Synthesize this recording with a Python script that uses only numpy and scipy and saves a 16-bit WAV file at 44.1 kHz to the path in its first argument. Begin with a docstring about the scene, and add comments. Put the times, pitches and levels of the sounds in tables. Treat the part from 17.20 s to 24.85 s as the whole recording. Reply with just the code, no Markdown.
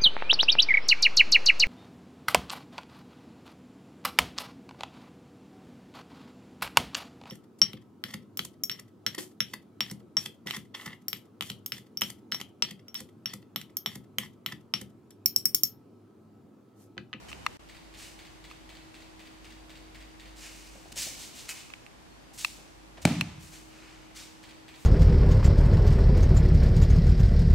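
"""Room air hisses over a low boom, then bare feet or cloth slide and fingers click a camcorder's case.
This is martial-arts practice in a large hall: one hard landing thuds on the padding and the hall answers.
A still camera across the room fires two bursts; a small motor hums over a low drone, a zoom motor whines.
Slides, slaps and shutter are shaped noise; padding, case and hall ring as decaying modes or dying noise.
"""
import sys
import numpy as np
from scipy import signal
from scipy.fft import rfft, irfft
from scipy.io import wavfile
from scipy.ndimage import uniform_filter1d

SR = 44100
rng = np.random.default_rng(int(sys.argv[2]) if len(sys.argv) > 2 else 0)


def wrap_up_sound(samples):
    """Save the sound to the file named by the first command line argument, as 16-bit audio."""
    columns = np.atleast_2d(samples).T
    # keep every value between -1 and 1, then stretch to whole-number steps
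    tamed = np.clip(columns, -1, 1)
    steps = np.round(tamed * 32767).astype(np.int16)
    wavfile.write(sys.argv[1], SR, steps)


N = 337365
TIME = np.arange(N) / SR

# Brief dip in level near the start: start_s, end_s
DIP = (.372, .393)


def undb(db):
    """Decibels to gain."""
    return 10 ** (np.asarray(db) / 20)


def unit(x):
    """Scale to rms 1."""
    return x / np.sqrt(np.mean(x ** 2))


def curves(rows):
    """Columns of a table, joined by straight lines in time."""
    s, *columns = np.transpose(rows)
    return [np.interp(TIME, s, column) for column in columns]


def on_log(hz, points):
    """Read (Hz, value) points on a log-frequency axis."""
    f, value = np.transpose(points)
    return np.interp(np.log(np.maximum(hz, 1)), np.log(f), value)


def colour(x, points, tilt_db=0):
    """Filter x by (Hz, dB) points, tilted by dB per octave from the first point."""
    hz = np.fft.rfftfreq(x.shape[-1], 1 / SR)
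    lowest_hz = points[0][0]
    tilted = [(f, db + tilt_db * np.log2(f / lowest_hz)) for f, db in points]
    return irfft(rfft(x) * undb(on_log(hz, tilted)), x.shape[-1])


def ring(modes, size=8192):
    """Impulse response of damped modes (Hz, width Hz, dB): a wider mode dies sooner."""
    t = TIME[:size]
    response = 0
    for hz, width, db in modes:
        fade = np.exp(-np.pi * abs(width) * t)
        response = response + undb(db) * fade * np.sin(2 * np.pi * hz * t)
    return response


def convolve(x, response):
    """Pass sound through a response, keeping its length."""
    return signal.fftconvolve(np.atleast_2d(x), np.atleast_2d(response), axes=1)[:, :x.shape[-1]]


def stereo_noise(size, side):
    """Two channels of noise whose difference follows (Hz, side dB) points."""
    mid, diff = rng.standard_normal((2, size))
    return unit(mid + colour(diff, side) * np.array([[1], [-1]]))


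def add(out, s, x):
    """Mix x into out from time s."""
    i = int(round(s * SR))
    out[..., i:i + x.shape[-1]] += x[..., :out.shape[-1] - i]


def swell(start, length):
    """A smooth rise and fall between 0 and 1."""
    return np.sin(np.pi * np.clip((TIME - start) / length, 0, 1))


def sweep(t, rise, fade):
    """Speed of a sliding limb: it gathers pace, holds and comes to rest."""
    hold_share = 0.97  # top speed lasts this share of the rise time
    stopped = np.maximum(t - rise * (1 + hold_share), 0)
    return np.sin(np.pi / 2 * np.minimum(t / rise, 1)) * np.exp(-stopped / fade)


def burst(points, fade_s, size=4096):
    """A short contact: coloured noise that starts at once and dies away."""
    noise = stereo_noise(size, [(300, -18), (8000, -3)])
    return unit(colour(noise, points)) * np.exp(-TIME[:size] / fade_s)


def tone(hz, waver):
    """A hum of rms about 1 whose strength wavers slightly."""
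    wobble = unit(colour(rng.standard_normal(N), [(5, 2), (20, -45), (100, -80)]))
    phase = 2 * np.pi * np.cumsum(hz * np.ones(N)) / SR
    return np.sqrt(2) * (1 + min(waver, 1 / 3) * wobble) * np.sin(phase)


def hall(x, build_s=0.013, size=65536):
    """Diffuse tail: every band dies at its own rate; the bass is alike at both microphones."""
    # Hall bands: centre_hz, t60_s (time to fall 60 dB), level_db
    bands = [(45.1, .8, -29), (85.6, 0.97, 3.5), (140, 0.72, 5.5), (246.9, 0.46, 4), (503.1, 0.36, 5.5),
             (1040, 0.83, 1), (2500, 0.91, 3), (5940, 0.85, 2), (13780, 0.57, 1.5)]
    side = [(150, -37), (400, -23), (1300, -10), (4000, -4.0), (12000, 0.5)]
    noise = rfft(stereo_noise(size, side))
    hz, t, tail = np.fft.rfftfreq(size, 1 / SR), TIME[:size], 0
    for f, t60, db in bands:
        # a crossfade that is 1 at this band and 0 at its neighbours
        share = on_log(hz, [(row[0], row[0] == f) for row in bands])
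        band = irfft(noise * share)
        fade = undb(-60 * t / t60) * (1 - np.exp(-(t / build_s) ** 2))
        tail = tail + undb(db) * band * fade / np.linalg.norm(fade)
    return convolve(x, tail)


def background():
    """Air and microphone hiss are shaped noise; drone, small motor and zoom are wavering sines."""
    # Spectrum of room air and hiss: freq_hz, level_db
    air_colour = [(15, -24), (25, -14.5), (59, -3.5), (134, -5), (229, -7), (270, -5.5), (317, -8),
                  (373, -8), (451, -12), (840, -11), (1370, -16), (2410, -18), (7310, -26.5), (14000, -37),
                  (16000, -51)]
    # Wide skirts stir the air as the pair step apart: start_s, length_s, boost_db
    stir_start_s, stir_length_s, stir_db = (3.76, 0.69, 1.6)
    # Motor hum: time_s, level_db
    hum_level = [(.42, -63.5), (1.6, -58), (2.95, -58), (4.6, -69), (5.3, -64.5), (6.5, -59), (7.6, -59.5)]
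    # Low drone: time_s, level_db
    drone_level = [(.42, -60.5), (2.0, -61), (2.55, -55.5), (3.7, -56), (4.6, -72), (5.25, -60),
                   (6.75, -59.5), (7.6, -70)]
    # A low boom and two whines of the lens's zoom motor: start_s, length_s, pitch_hz, peak_level_db
    brief_tones = [(0, .28, 67, -53), (4.88, .11, 4315, -70), (4.97, .2, 4800, -72)]
    air_db, opening_db = -52.5, 4  # room noise, and how much louder it is until the dip ends
    motor_hz, overshoot_hz, settle_s = 317.3, 8, 1
    drone_hz = 50.4
    running = TIME > DIP[1]

    side = [(50, -7), (130, 2.5), (700, 2.5), (3000, 0), (12000, 0.5)]
    noise = stereo_noise(N, side)
    stir = stir_db * swell(stir_start_s, stir_length_s)
    air = unit(colour(noise, air_colour)) * undb(air_db + opening_db * ~running + stir)
    # the small motor starts a little fast and settles
    pitch = motor_hz + overshoot_hz * np.exp(-np.maximum(TIME - DIP[1], 0) / settle_s)
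    hum = tone(pitch, waver=0.049) * undb(curves(hum_level)[0])
    drone = tone(drone_hz, waver=.25) * undb(curves(drone_level)[0])
    brief = np.zeros(N)
    for s, length, hz, db in brief_tones:
        brief += undb(db) * swell(s, length) * tone(hz, waver=.15)
    return air + running * (hum + drone) + brief


def slides(grain_db=2.0, judder_db=0.95, room_db=-7, size=32768):
    """Countless tiny slips hiss as a sole or sleeve speeds up and stops; gripping skin squeaks."""
    # Sweeps of a sole or sleeve: start_s, rise_s, fade_s, level_db, tilt_db_per_octave,
    # squeak_db (against the hiss)
    strokes = [(.078, 0.012, 0.029, -48.5, 3.5, -2), (.76, 0.051, .05, -49, 5.5, -10.5),
               (3.15, 0.054, 0.36, -51, 5.5, -12), (3.21, 0.03, 0.03, -48, 2, -9),
               (3.718, 0.0048, 0.001, -45.5, 6.5, -8), (3.753, 0.04, 0.052, -34, 7, -26),
               (3.961, 0.043, 0.047, -45.5, 6.5, -26), (4.131, 0.038, 0.095, -48, 6, -29),
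               (4.282, 0.016, 0.015, -37.5, 7, -5.5), (4.335, 0.032, 0.037, -50, 4, -28),
               (5.13, 0.012, .05, -53.5, 9, -25), (5.172, 0.023, 0.067, -41.5, 7, -40),
               (5.77, 0.0054, .008, -50, -4, -29), (5.815, 0.0066, 0.0099, -47.5, 7, -21),
               (6.19, .04, 0.17, -55.5, 8.5, -17), (6.315, 0.023, 0.03, -50.5, 5, -15),
               (6.479, 0.12, 0.18, -57, -1, -11), (6.944, 0.03, 0.056, -46, 4.5, -24),
               (7.54, 0.1, 0.068, -59, 10, -25)]
    # Friction on the mat cover, before each sweep's tilt: freq_hz, level_db
    rub_colour = [(250, -22), (700, -5), (1100, -3.5), (2200, 1.5), (2800, 1.5), (4700, -2), (7700, -7),
                  (11000, -19.5), (15500, -27.5)]
    # Skin gripping the cover: pitch_hz, width_hz, level_db
    squeak_modes = [(2570, 97, 6.5), (3040, 170, 11.5)]
    side = [(500, -27), (2500, -14.5), (8000, -20.0), (15000, -14.0)]
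    out, t = np.zeros((2, N)), TIME[:size]
    for s, rise, fade, db, tilt_db, squeak_db in strokes:
        slips = stereo_noise(size, side) * undb(grain_db * rng.exponential(size=size))
        slow_noise = uniform_filter1d(rng.standard_normal(size), size=300)
        judder = undb(judder_db * unit(slow_noise))
        hiss = unit(colour(slips, rub_colour, tilt_db))
        squeak = undb(squeak_db) * unit(convolve(slips, ring(squeak_modes)))
        add(out, s, undb(db) * unit(hiss + squeak) * sweep(t, rise, fade) * judder)
    return out + undb(room_db) * hall(out)


def case_clicks(rattle_s=0.0023, settle_s=0.0074, contact_db_per_octave=5, panel_width_hz=380,
                hollow_width_hz=170, low_cut_hz=920, room_db=-27, size=2048, count=4):
    """A finger snap rings the touched panel and the hollow behind it; loose parts chatter briefly."""
    # Finger clicks: start_s, level_db, panel_hz, panel_ring_db, hollow_ring_db,
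    # rattle (relative, 0-1), pan_db (left minus right)
    finger_clicks = [(0.116, -43, 2300, -3, 3, 0.65, 4), (0.1289, -37.5, 2770, 23, -1, 0.45, -4),
                     (0.264, -21.5, 2020, 10, 7.5, 0.74, 1.5), (1.312, -44.5, 1620, -10, 2, 0.6, 0),
                     (4.502, -51.5, 2500, -16, 1, 0.23, -16), (4.5371, -37.5, 2650, 19, -9, 0.8, -3),
                     (4.6646, -48, 2380, 11, -7, 0.44, -8), (5.247, -20, 2500, -9, -8.5, 0.72, 0),
                     (6.0103, -21, 2800, -1, -21, 0.92, -1.5)]
    # Plastic shell, before the contact softens its treble: pitch_hz, width_hz, level_db
    shell_modes = [(1020, 130, -36), (1960, 87, -38), (2470, 71, -15), (2650, 120, 1), (2800, 280, -6.5),
                   (3530, 220, -3), (4120, 200, -1), (5450, 430, -1), (7700, 2900, 6), (9300, 880, -6)]
    hollow_hz = 1260  # the air space inside the case
    out, t = np.zeros((2, N)), TIME[:size]
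    # the shell is too small to radiate bass
    small_shell = signal.butter(8, low_cut_hz, "high", fs=SR, output="sos")
    for s, db, hz, panel_db, hollow_db, rattle, pan_db in finger_clicks:
        modes = []
        for f, width, gain in shell_modes:
            octaves_above = max(np.log2(f / hz), 0)
            modes.append((f, width, gain - contact_db_per_octave * octaves_above))
        modes += [(hz, panel_width_hz, panel_db), (hollow_hz, hollow_width_hz, hollow_db)]
        chatter = stereo_noise(size, [(1000, -7.5), (4000, -0.5)]) * np.exp(-t / rattle_s)
        force = 0.56 * rattle * chatter
        force[:, 0] += 1  # the snap itself
        # the chatter smears the blow in time but hardly colours it
        for _ in range(count):
            spectrum = rfft(force)
            flat = irfft(spectrum / (abs(spectrum) + 1e-9))
            force = flat * np.exp(-(t / settle_s) ** 2)
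        click = signal.sosfilt(small_shell, convolve(force, ring(modes)))
        first = click[:, :SR // 200].std(axis=1, keepdims=True)  # level of the first 5 ms
        channel_db = db + np.array([[pan_db], [-pan_db]]) / 2
        add(out, s, undb(channel_db) * click / first)
    return out + undb(room_db) * hall(out)


def landing(cloth_db=-24, cloth_fade_s=0.0063, slap_echo_db=-4, thud_room_db=-7, cloth_room_db=5,
            size=1024):
    """Skin and cloth slap the cover; weight dents the padding, which springs back and rings."""
    # Skin slapping the mat cover: start_s, peak_level_db
    skin_slaps = [(5.8513, -15), (5.853, -1), (5.8543, -7.5)]
    # Spectrum of a slap: freq_hz, level_db
    slap_colour = [(100, -6), (400, 1), (650, 6.5), (1100, -4.5), (1800, -3), (2400, 4), (3000, -8.5),
                   (5000, -11), (9000, -9.5), (15000, -32)]
    # Heavy cotton whipping down: freq_hz, level_db
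    cloth_colour = [(150, -21), (450, -1.5), (700, 7.5), (1100, 1), (1500, -1), (2300, 0.5), (3500, -2.5),
                    (7500, -9), (15000, -25.5)]
    # Weight sinking into the padding: peak_s, level_db (before the mat's filtering), pitch_hz
    weight_thuds = [(0.197, -49, 210), (3.725, -45, 220), (3.798, -49, 170), (3.868, -41, 258),
                    (5.8578, -8.5, 191), (5.875, -24, 140), (6.184, -38.5, 130)]
    # Mat and floor: pitch_hz, width_hz, level_db
    pad_modes = [(84.3, 11, -23.5), (170, 30, -23), (293, 43, -26), (397, 40, -66)]
    # First reflections: delay_s, level_db
    reflections = [(0.023, -14), (.037, -20), (.068, -21), (0.103, -26), (.166, -22)]
    slap, thud, cloth = np.zeros(N), np.zeros(N), np.zeros((2, N))
    # folding the cepstrum forward packs the slap's energy at its start (minimum phase)
    log_spectrum = np.log(undb(on_log(np.fft.rfftfreq(size, 1 / SR), slap_colour)))
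    cepstrum = irfft(log_spectrum)
    crack = irfft(np.exp(rfft(2 * cepstrum * (np.arange(size) < size // 2))))
    for s, db in skin_slaps:
        add(slap, s, undb(db) * crack / abs(crack).max())
        add(cloth, s, undb(db + cloth_db) * burst(cloth_colour, cloth_fade_s))
    for s, db, hz in weight_thuds:
        push = (np.pi * hz * (TIME - s)) ** 2
        thud += undb(db) * (1 - 2 * push) * np.exp(-push)  # pressure follows the cover's acceleration
    body = thud + convolve(thud, ring(pad_modes))[0] * undb(-25.0)
    body = colour(body, [(30, -20), (55, -17), (85, 1.5)])  # a small patch radiates little deep bass
    early = np.zeros(N)
    for delay, db in reflections:
        add(early, delay, undb(db) * (body + undb(slap_echo_db) * slap))
    # the hardest slap leaves in all directions and comes back as a smooth wash
    spread = np.zeros(N)
    hardest_s = max(skin_slaps, key=lambda row: row[1])[0]
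    add(spread, hardest_s, undb(cloth_room_db) * np.ones(1))
    wash = hall(colour(spread, cloth_colour))
    boom = hall(undb(thud_room_db) * body, build_s=0.047)  # builds slowly
    return body + slap + cloth + early + wash + boom


def shutter(room_db=-2):
    """A distant still camera: mirror and curtains clack as noise four frames a second; a spring pings."""
    # Bursts: first_frame_s, frame_count
    photo_bursts = [(.4885, 11), (7.2305, 2)]
    # One frame's mirror up, first curtain, second curtain, mirror down: delay_s, level_db, fade_s
    frame_blows = [(0, -47, 0.0043), (.007, -51, 0.025), (0.059, -53.5, .02), (0.078, -54.5, 0.0059)]
    # Spectrum of the clacks: freq_hz, level_db
    clack_colour = [(500, -4.5), (1300, -7.5), (1900, 2.5), (2900, 1.5), (3900, -1), (4700, -3.5),
                    (5600, -10.5), (8000, -9), (11000, -21.5), (15000, -20.5)]
    frame_s = .2509
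    spring_hz, spring_db, spring_fade_s = 4700, -56, .009  # pings as the mirror comes down
    blows, pings, t = np.zeros(N), np.zeros(N), TIME[:SR // 4]
    ping = undb(spring_db) * np.exp(-t / spring_fade_s) * np.sin(2 * np.pi * spring_hz * t)
    for start, count in photo_bursts:
        for s in start + frame_s * np.arange(count):
            for delay, db, fade in frame_blows:
                add(blows, s + delay, undb(db) * np.exp(-t / fade))
            add(pings, s + frame_blows[-1][0], ping)
    noise = stereo_noise(N, [(1000, -24), (8000, -17.0)])
    clack = pings + blows * unit(colour(noise, clack_colour))
    return clack + undb(room_db) * hall(clack)


def steps(fade_s=0.013, room_db=-4):
    """Bare feet pat the mats: short dull noise bursts."""
    # Light footfalls: start_s, level_db
    footfalls = [(3.555, -51), (3.657, -51), (3.765, -46), (3.868, -46), (3.94, -57), (5.382, -50),
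                 (5.78, -46.5)]
    # Spectrum of a footfall: freq_hz, level_db
    step_colour = [(150, -3), (450, -5.5), (720, 2), (1100, -15), (3000, -19), (12000, -44)]
    out = np.zeros((2, N))
    for s, db in footfalls:
        add(out, s, undb(db) * burst(step_colour, fade_s))
    return out + undb(room_db) * hall(out)


def scene():
    """Everything in the hall."""
    return background() + slides() + case_clicks() + landing() + shutter() + steps()


def record(dry, low_cut_hz=22):
    """The microphone sheds deep bass; the level dips briefly near the start; the top is cut steeply."""
    top_hz = 15700
    low_cut = signal.butter(2, low_cut_hz, "high", fs=SR, output="sos")
    thin = signal.sosfilt(low_cut, dry)
    dipped = (TIME > DIP[0]) & (TIME < DIP[1])
    dip = uniform_filter1d(1. * dipped, size=128)  # softened edges
    top_cut = signal.ellip(10, .2, 70, top_hz, fs=SR, output="sos")
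    return signal.sosfilt(top_cut, thin * undb(-24 * dip))


dry = scene()
out = record(dry)
wrap_up_sound(out)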